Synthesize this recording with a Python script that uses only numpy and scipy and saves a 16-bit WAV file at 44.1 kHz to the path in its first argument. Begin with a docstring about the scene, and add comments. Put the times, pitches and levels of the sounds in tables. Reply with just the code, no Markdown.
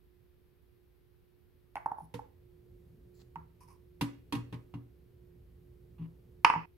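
"""Two ceramic mugs on a stone counter beside a switched-off juicer, in a small hard kitchen.
Faint appliance hum and hand-held microphone rumble run throughout. At 1.8 s a mug lands, rocks on
its gritty foot and settles, then bumps the juicer's hollow plastic housing. Fingers brush a handle
(3.1 s), a base knocks and scrapes on the stone, and dull bumps on the housing follow (4.0-4.8 s).
At 6.0 s a soft thump and a rub; at 6.4 s the second mug lands hard and rocks, its ring cut short."""
import sys
import numpy as np
from scipy import signal
from scipy.fft import rfft, irfft, next_fast_len
from scipy.io import wavfile
from scipy.ndimage import uniform_filter1d

SR = 44100
rng = np.random.default_rng(int(sys.argv[2]) if len(sys.argv) > 2 else 0)


def output_pcm(signal):
    """Save a mono or channel-first signal as 16-bit PCM at the path in sys.argv[1].

    Samples are clipped to [-1, 1] before scaling.
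    """
    pcm = np.clip(np.atleast_2d(signal).T, -1, 1) * 32767
    wavfile.write(sys.argv[1], SR, np.round(pcm).astype(np.int16))


N = 298551


def amp(db):
    """dB to gain."""
    return 10 ** (np.asarray(db) / 20)


def unit_rms(x):
    """Scale to rms 1."""
    return x / np.sqrt(np.mean(x ** 2) + 1e-20)


def at_hz(points, hz):
    """Interpolate a table over log frequency."""
    f, value = np.transpose(points)
    return np.interp(np.log(hz + 1), np.log(f + 1), value)


def gain_curve(rows):
    """(t/s, level/dB) points to gain per sample."""
    return amp(np.interp(np.arange(N) / SR, *np.transpose(rows)))


def add(mix, start_s, sound):
    """Mix a sound in at start_s."""
    part = mix[..., round(start_s * SR):][..., :sound.shape[-1]]
    part += sound[..., :part.shape[-1]]


def pan(db):
    """Stereo gains; db is left minus right."""
    return amp(np.array([[db], [-db]]) / 2)


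def noise(spectrum, size, shared, tilt_db_oct=0):
    """Coloured stereo noise, rms 1, tilted above 1 kHz; shared is the power common to both sides."""
    hz = np.fft.rfftfreq(size, 1 / SR)
    white = rng.standard_normal((3, size))
    pair = np.sqrt(shared) * white[0] + np.sqrt(1 - shared) * white[1:]
    colour = amp(at_hz(spectrum, hz) + tilt_db_oct * np.log2(np.maximum(hz / 1000, 1)))
    return unit_rms(irfft(rfft(pair) * colour, size))


def ring(modes, t, pitch=1, tilt_db_oct=0, pivot_hz=1000):
    """Damped sines; pitch scales their frequencies, tilt weights them about pivot_hz."""
    out = 0
    for hz, db, t60_s in modes:
        gain = amp(db + tilt_db_oct * np.log2(hz / pivot_hz))
        out += gain * np.exp(-np.log(1000) * t / t60_s) * np.sin(2 * np.pi * hz * pitch * t)
    return out


def pulse(spectrum, size):
    """Minimum-phase pulse, peak 1."""
    hz = abs(np.fft.fftfreq(size, 1 / SR))
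    log_gain = np.log(amp(at_hz(spectrum, hz)))
    x = np.fft.ifft(np.exp(np.conj(signal.hilbert(log_gain)))).real
    return x / abs(x).max()


def friction(strokes, spectrum, grain_db, attack_s=0.004, release_s=0.0094):
    """Stick-slip: short noise strokes whose level jitters by grain_db rms."""
    out = np.zeros((2, N))
    for start_s, length_s, db, tilt_db_oct in strokes:
        t = np.arange(int(length_s * SR)) / SR
        jitter = unit_rms(uniform_filter1d(rng.standard_normal(len(t)), size=90))
        hiss = noise(spectrum, len(t), shared=0.45, tilt_db_oct=tilt_db_oct)
        fade = np.minimum(t / attack_s, 1) * np.minimum((length_s - t) / release_s, 1)
        add(out, start_s, amp(db) * unit_rms(hiss * amp(grain_db * jitter)) * fade)
    return out


# Hum before panning: t/s, level/dB
HUM_LEVELS = [(0, -77), (2, -76.5), (2.7, -70.5), (6.77, -72)]


def appliance_hum(hum_hz=358, waver=0.26):
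    """One wavering tone on the right, growing as the microphone nears it."""
    drift = waver * noise([(1, 0), (4, -6), (15, -60), (100, -140)], N, shared=0.8)
    tone = np.sqrt(2) * np.sin(2 * np.pi * hum_hz * np.arange(N) / SR + drift)
    return gain_curve(HUM_LEVELS) * (1 + drift) * tone * pan(db=-18)


# Air noise density: f/Hz, level/dB
AIR_SPECTRUM = [(25, -9.5), (55, -0.5), (200, -19.5), (400, -14.5), (480, -19.5), (600, -27.5), (2300, -32),
                (4500, -37.5), (7000, -47.5), (10000, -42.5), (12000, -33.5), (15500, -39)]


def room_air(level_db=-68.5):
    """Still air: a steady noise floor."""
    return amp(level_db) * noise(AIR_SPECTRUM, N, shared=0.25) * pan(db=1.5)


# Rumble density: f/Hz, level/dB
RUMBLE_SPECTRUM = [(25, -15), (58, 8), (90, 7), (105, -6), (120, 9.5), (142, -5.5), (166, 2.5), (200, -10),
                   (235, -8), (300, -16), (440, -11), (600, -24.5), (1500, -47)]
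# Rumble level and balance, dropping away at the end: t/s, level/dB before trim, left minus right/dB
RUMBLE_LEVELS = [(0.0, -71.5, -12), (1.15, -75.5, -17), (2.55, -61.5, -2), (2.85, -58, -1.5),
                 (3.86, -63, -3), (4.54, -56.5, 0.5), (4.94, -62, -3), (6.35, -57.5, -2), (6.62, -66, -1),
                 (6.77, -71, 8)]


def handling_rumble(trim_db=1):
    """Low rumble of a hand-held microphone, booming in the room modes."""
    left = gain_curve([(s, db + pan_db / 2) for s, db, pan_db in RUMBLE_LEVELS])
    right = gain_curve([(s, db - pan_db / 2) for s, db, pan_db in RUMBLE_LEVELS])
    return amp(trim_db) * np.array([left, right]) * noise(RUMBLE_SPECTRUM, N, shared=1)


# Modes of the held mug and of the knocked slab: f/Hz before pitch factor, level/dB, t60/s
MUG_MODES = [(846, -2.5, 0.3), (962, -11.5, 0.047), (1249, -19.5, 0.05), (1385, -22, 0.027),
             (1822, -21, 0.06), (2200, -26, .03), (2530, -19, 0.012)]
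THUD_MODES = [(168, -7.5, 0.045), (302.3, -4, 0.036), (492, -6.5, 0.028)]
# Densities of the first touch and of the foot's crack and grit: f/Hz, level/dB
CLICK_SPECTRUM = [(150, -20), (600, -15), (880, 1), (1400, -8), (2500, -9), (3600, -24), (15000, -47)]
CRACK_SPECTRUM = [(100, -30), (600, -22.5), (850, -4.5), (1100, -6), (1450, -1.5), (1700, -9), (2100, -4),
                  (2750, -2), (3500, -22.5), (4200, -21.5), (5200, -9), (6300, -20.5), (11000, -25.5),
                  (15000, -48.5)]
GRIT_SPECTRUM = [(2000, -17.5), (5500, -7), (8000, -23), (9300, -3), (10200, 2.5), (11500, -8),
                 (14000, -23)]
# Mug knocks, and the quick echoes just after each of the two landings:
# t/s, level/dB, pitch factor, hardness/Hz, ring/s, click/dB, grit/dB
KNOCKS_AND_ECHOES = [(1.7562, -24.5, 0.86, 2000, 0.0038, -4, -29), (1.7665, -28, 1.0, 2500, .008, -22, -36),
                     (1.7761, -31, 1.04, 1500, .0065, -30, -37),
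                     (1.8593, -16, 1.04, 1230, 0.007, -35, -38.5),
                     (1.9163, -19.5, 1.03, 1000, .0069, -36, -42.5),
                     (1.9831, -28.5, 1.045, 840, 0.0081, -40, -43), (2.003, -32, 1.02, 784, .009, -38, -40),
                     (2.1917, -30, 1.016, 1060, 0.0079, -24, -37),
                     (3.3577, -31.5, 1.08, 2100, .011, -9, -46),
                     (6.447, -4.5, 1.105, 4370, 0.0052, -4, -34.5),
                     (6.465, -18, 1.15, 2790, 0.0056, -16.5, -33),
                     (6.4998, -10.5, 1.126, 2460, 0.0061, -13, -43),
                     (6.5371, -17, 1.134, 2010, 0.0063, -19, -46),
                     (6.5522, -21, 1.07, 1700, 0.0063, -22, -56),
                     (6.559, -22, 1.09, 1500, 0.0058, -25, -58)]


def mug_knocks(lag_s=0.00013, contact_s=0.00035, crack_s=0.0045, grit_s=0.003, thud_db=-16.5,
               tail_db=-30, tail_s=0.041, choke_hz=5500, crack_full_hz=3040, crack_db_oct=14.5):
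    """A mug clicks on stone and rings until its base chokes it; the unglazed foot cracks and grits."""
    out, t = np.zeros((2, N)), np.arange(SR // 6) / SR
    heard_s = np.maximum([t - lag_s, t], 0)  # right side leads
    contact = 1 - np.exp(-(heard_s / contact_s) ** 2)
    radiation = signal.butter(4, 780, "high", fs=SR, output="sos")  # small body, little bass
    thud = amp(thud_db) * ring(THUD_MODES, heard_s, pitch=0.9) * contact / 2
    click = np.interp(heard_s, t, pulse(CLICK_SPECTRUM, len(t))) * (heard_s > 0)
    for start_s, db, pitch, hard_hz, ring_s, click_db, grit_db in KNOCKS_AND_ECHOES:
        detune = 1 + 0.015 * rng.uniform(-1.2, 1)
        choke = np.exp(-(t / ring_s) ** (choke_hz / hard_hz))  # soft blows stay in contact: steeper
        decay = choke + amp(tail_db) * np.exp(-t / tail_s)
        body = pan(db=1) * ring(MUG_MODES, heard_s, pitch * detune) * decay
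        crack_db = crack_db_oct * min(np.log2(hard_hz / crack_full_hz), 0)
        crack = amp(crack_db) * noise(CRACK_SPECTRUM, len(t), shared=0.74) * np.exp(-t / crack_s) / 2
        grit = amp(grit_db) * noise(GRIT_SPECTRUM, len(t), shared=0.3) * np.exp(-t / grit_s)
        radiated = signal.sosfilt(radiation, (body + crack) * contact)
        softness = signal.butter(3, hard_hz, fs=SR, output="sos")  # soft blows miss the upper modes
        blow = signal.sosfilt(softness, radiated - thud)
        add(out, start_s, amp(db) * (blow + amp(click_db) * click + grit * contact))
    return out


# Foot on stone: t/s, length/s, level/dB, tilt/(dB/oct)
GRIND_STROKES = [(1.757, 0.035, -74, -2), (1.975, 0.09, -74.5, 6)]


def foot_grinds():
    """The rocking foot grinds on the stone."""
    return friction(GRIND_STROKES, GRIT_SPECTRUM, grain_db=3)


# Low worktop modes: f/Hz before pitch factor, level/dB, t60/s
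SLAB_MODES = [(117.3, -13, 0.26), (167, 0, 0.27), (232, -14, 0.18), (293, -15, 0.21)]
# Weight on the counter: t/s, level/dB, rise/s
SETTLE_PUSHES = [(2.017, -46, 0.003), (3.36, -44, 0.0031), (5.983, -23.5, 0.038), (6.561, -33.5, 0.0013)]


def mug_settles():
    """The mug's weight softly pushes the worktop, moving only its low modes."""
    out, t = np.zeros((2, N)), np.arange(SR // 2) / SR
    thump = pan(db=1) * ring(SLAB_MODES, t, pitch=0.98)
    for start_s, db, rise_s in SETTLE_PUSHES:
        add(out, start_s, amp(db) * thump * (1 - np.exp(-(t / rise_s) ** 2)))
    return out


# Thin plastic wall with the mug against it: f/Hz, level/dB, t60/s
WALL_MODES = [(800, -17, .1), (942, -16, 0.13), (1075, -13, 0.11), (1900, -20, 0.05), (2270, -19, 0.05),
              (2510, -9, .05), (2790, -6, 0.05), (3300, -11, 0.05), (4320, -17, .06), (5700, -20, .06)]
# Hollow housing: f/Hz before pitch factor, level/dB, t60/s
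HOUSING_MODES = [(121, -5, .34), (167, -2.5, .16), (236, -9, .22), (286, -3, .23), (350, -15, .12)]
# Rattle density: f/Hz, level/dB
RATTLE_SPECTRUM = [(150, 13.5), (480, 0), (680, -7), (950, 8), (1400, -5.5), (2000, -3), (2800, -4),
                   (4100, -7), (5500, -14), (8000, -19), (11500, -14.5), (15500, -29)]
# Mug on housing: t/s, slap/dB, slap tilt/(dB/oct), wall re slap/dB,
# thump/dB, thump tilt/(dB/oct), rise/s, mug cavity/dB
HOUSING_HITS = [(2.1397, -39.5, 0, -11.5, -38.5, -3, 0.0037, -39.5),
                (4.0105, -29, 1, -2, -25, 4, 0.0071, -55), (4.3238, -30.5, 0, 1, -30, 9.5, 0.0069, -50.5),
                (4.35, -37, -0.5, -2, -29, -7, 0.018, -49),
                (4.5254, -41, -2.5, -2.5, -33.5, -4, 0.0053, -54),
                (4.541, -45, -2.5, -5, -45, 6, 0.0053, -63),
                (4.7388, -45.5, -4, 2.5, -33.5, -3, 0.0032, -63)]


def housing_bumps(lag_s=0.000083, attack_s=0.00078, rattle_s=0.015, cavity_hz=478, cavity_t60_s=0.15):
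    """A rattling slap on the plastic wall; housing modes and the mug's cavity then swell and die."""
    out, t = np.zeros((2, N)), np.arange(SR // 2) / SR
    heard_s = np.maximum([t - lag_s, t], 0)
    cavity = pan(db=-11.5) * ring([(cavity_hz, 0, cavity_t60_s)], t)
    radiation = signal.butter(3, 90, "high", fs=SR, output="sos")  # wall radiates no deep bass
    for start_s, slap_db, slap_db_oct, wall_db, thump_db, thump_db_oct, rise_s, boom_db in HOUSING_HITS:
        # each spot favours other modes
        modes = [(hz, db + 4 * rng.uniform(-0.92, 1), t60_s) for hz, db, t60_s in WALL_MODES]
        wall = amp(wall_db) * ring(modes, heard_s, tilt_db_oct=slap_db_oct, pivot_hz=1026)
        rattle = noise(RATTLE_SPECTRUM, len(t), shared=0.35, tilt_db_oct=slap_db_oct)
        rattle *= np.exp(-t / rattle_s)
        slap = signal.sosfilt(radiation, (rattle + wall) * (1 - np.exp(-t / attack_s)))
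        thump = pan(db=1) * ring(HOUSING_MODES, t, pitch=0.99, tilt_db_oct=thump_db_oct, pivot_hz=173)
        hollow = amp(thump_db) * thump + amp(boom_db) * cavity
        swell = 1 - np.exp(-(t / rise_s) ** 2)
        add(out, start_s, amp(slap_db) * slap + hollow * swell)
    return out


# Brush density: f/Hz, level/dB
BRUSH_SPECTRUM = [(1000, -1), (3200, -4), (4200, 11), (6000, -4), (7400, 3), (8500, -17)]
# Fingers on handle: t/s, length/s, level/dB, tilt/(dB/oct)
BRUSH_STROKES = [(3.14, 0.098, -74, 11), (3.19, .04, -68.5, -2.5)]


def finger_brushes():
    """Fingers brush the handle."""
    return friction(BRUSH_STROKES, BRUSH_SPECTRUM, grain_db=-3.5)


# Scrape density: f/Hz, level/dB
SCRAPE_SPECTRUM = [(500, -38), (800, -5.5), (1000, 10.5), (1400, -24), (2500, -10.5), (3600, -39),
                   (5200, -10.5), (7500, -25.5), (9500, -13.5), (12500, -17), (14000, -54)]
# Base on stone: t/s, length/s, level/dB, tilt/(dB/oct)
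SCRAPE_STROKES = [(3.604, 0.07, -59, 0.5), (3.675, 0.1, -63, -0.5)]


def base_scrapes():
    """The base drags on the stone, each stroke tapering off."""
    return friction(SCRAPE_STROKES, SCRAPE_SPECTRUM, grain_db=2, release_s=0.073)


# Rub density: f/Hz, level/dB
RUB_SPECTRUM = [(500, -18), (1000, 8), (1500, -8.5), (2900, -1.5), (3900, -14.5), (9000, -38)]
# Mug along housing: t/s, length/s, level/dB, tilt/(dB/oct)
RUB_STROKES = [(5.98, 0.09, -68, -1.5)]


def side_rubs():
    """The mug's side rubs along the plastic."""
    return friction(RUB_STROKES, RUB_SPECTRUM, grain_db=1.5)


# Port imbalance: f/Hz, left minus right/dB
PORT_BALANCE = [(100, 1), (700, -2.5), (1290, -4.5), (2380, -4), (4400, 0), (8120, 1), (15000, 2)]


def microphone_ports(x):
    """The right port favours the upper middle, the left one the treble."""
    size = next_fast_len(N + SR // 10)
    half_db = at_hz(PORT_BALANCE, np.fft.rfftfreq(size, 1 / SR)) / 2
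    return irfft(rfft(x, size) * amp([half_db, -half_db]), size)[:, :N]


# Near surfaces: left delay/s, right delay/s, level/dB
EARLY_ECHOES = [(0.0126, 0.0093, -23), (0.0183, 0.027, -30.5), (.0285, .028, -25.5)]
# Tail decay: f/Hz, t60/s
TAIL_DECAY = [(120, 0.2), (400, 0.47), (1000, 0.25), (2500, 0.43), (5000, 0.36), (12000, 0.21)]
# Tail colour: f/Hz, level/dB
TAIL_COLOUR = [(100, -7), (500, 3.5), (900, 1), (1400, 4.5), (2700, -5.5), (3800, -7), (7500, 2),
               (12000, 0)]


def kitchen(x, wet_db=-11, build_s=0.01):
    """Direct sound, single echoes from wall and appliance, and a short diffuse tail."""
    hz, t, bands = signal.stft(rng.standard_normal((2, SR // 2)), SR, nperseg=256)
    colour = amp(at_hz(TAIL_COLOUR, hz))[:, None]
    decay = np.exp(-np.log(1000) * t / at_hz(TAIL_DECAY, hz)[:, None])
    build = 1 - np.exp(-t / build_s)
    tail = signal.istft(bands * colour * decay * build, SR, nperseg=256)[1]
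    response = amp(wet_db) * tail / np.linalg.norm(tail[0])
    for left_s, right_s, db in EARLY_ECHOES:
        response[0, int(left_s * SR)] += amp(db)
        response[1, int(right_s * SR)] += amp(db)
    return x + signal.fftconvolve(x, response, axes=1)[:, :N]


def scene(hush_s=6.658, hush_db=-18.5):
    """Mugs in the kitchen over hum, air and rumble; the ringing drops abruptly at hush_s."""
    strokes = base_scrapes() + side_rubs() + finger_brushes() + foot_grinds()
    impacts = mug_knocks() + housing_bumps() + mug_settles()
    mugs = kitchen(microphone_ports(impacts + strokes))
    hushed = uniform_filter1d((np.arange(N) / SR > hush_s).astype(float), size=128)
    return mugs * amp(hush_db * hushed) + appliance_hum() + room_air() + handling_rumble()


def record(dry, ceiling=0.95, edge_hz=15850):
    """Soft peak limit, then low-pass."""
    rounded = dry / (1 + (dry / ceiling) ** 4) ** 0.25
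    lowpass = signal.firwin(511, edge_hz, window=("kaiser", 9), fs=SR)
    return signal.oaconvolve(rounded, lowpass[None], "same")


dry = scene()
out = record(dry)
output_pcm(out)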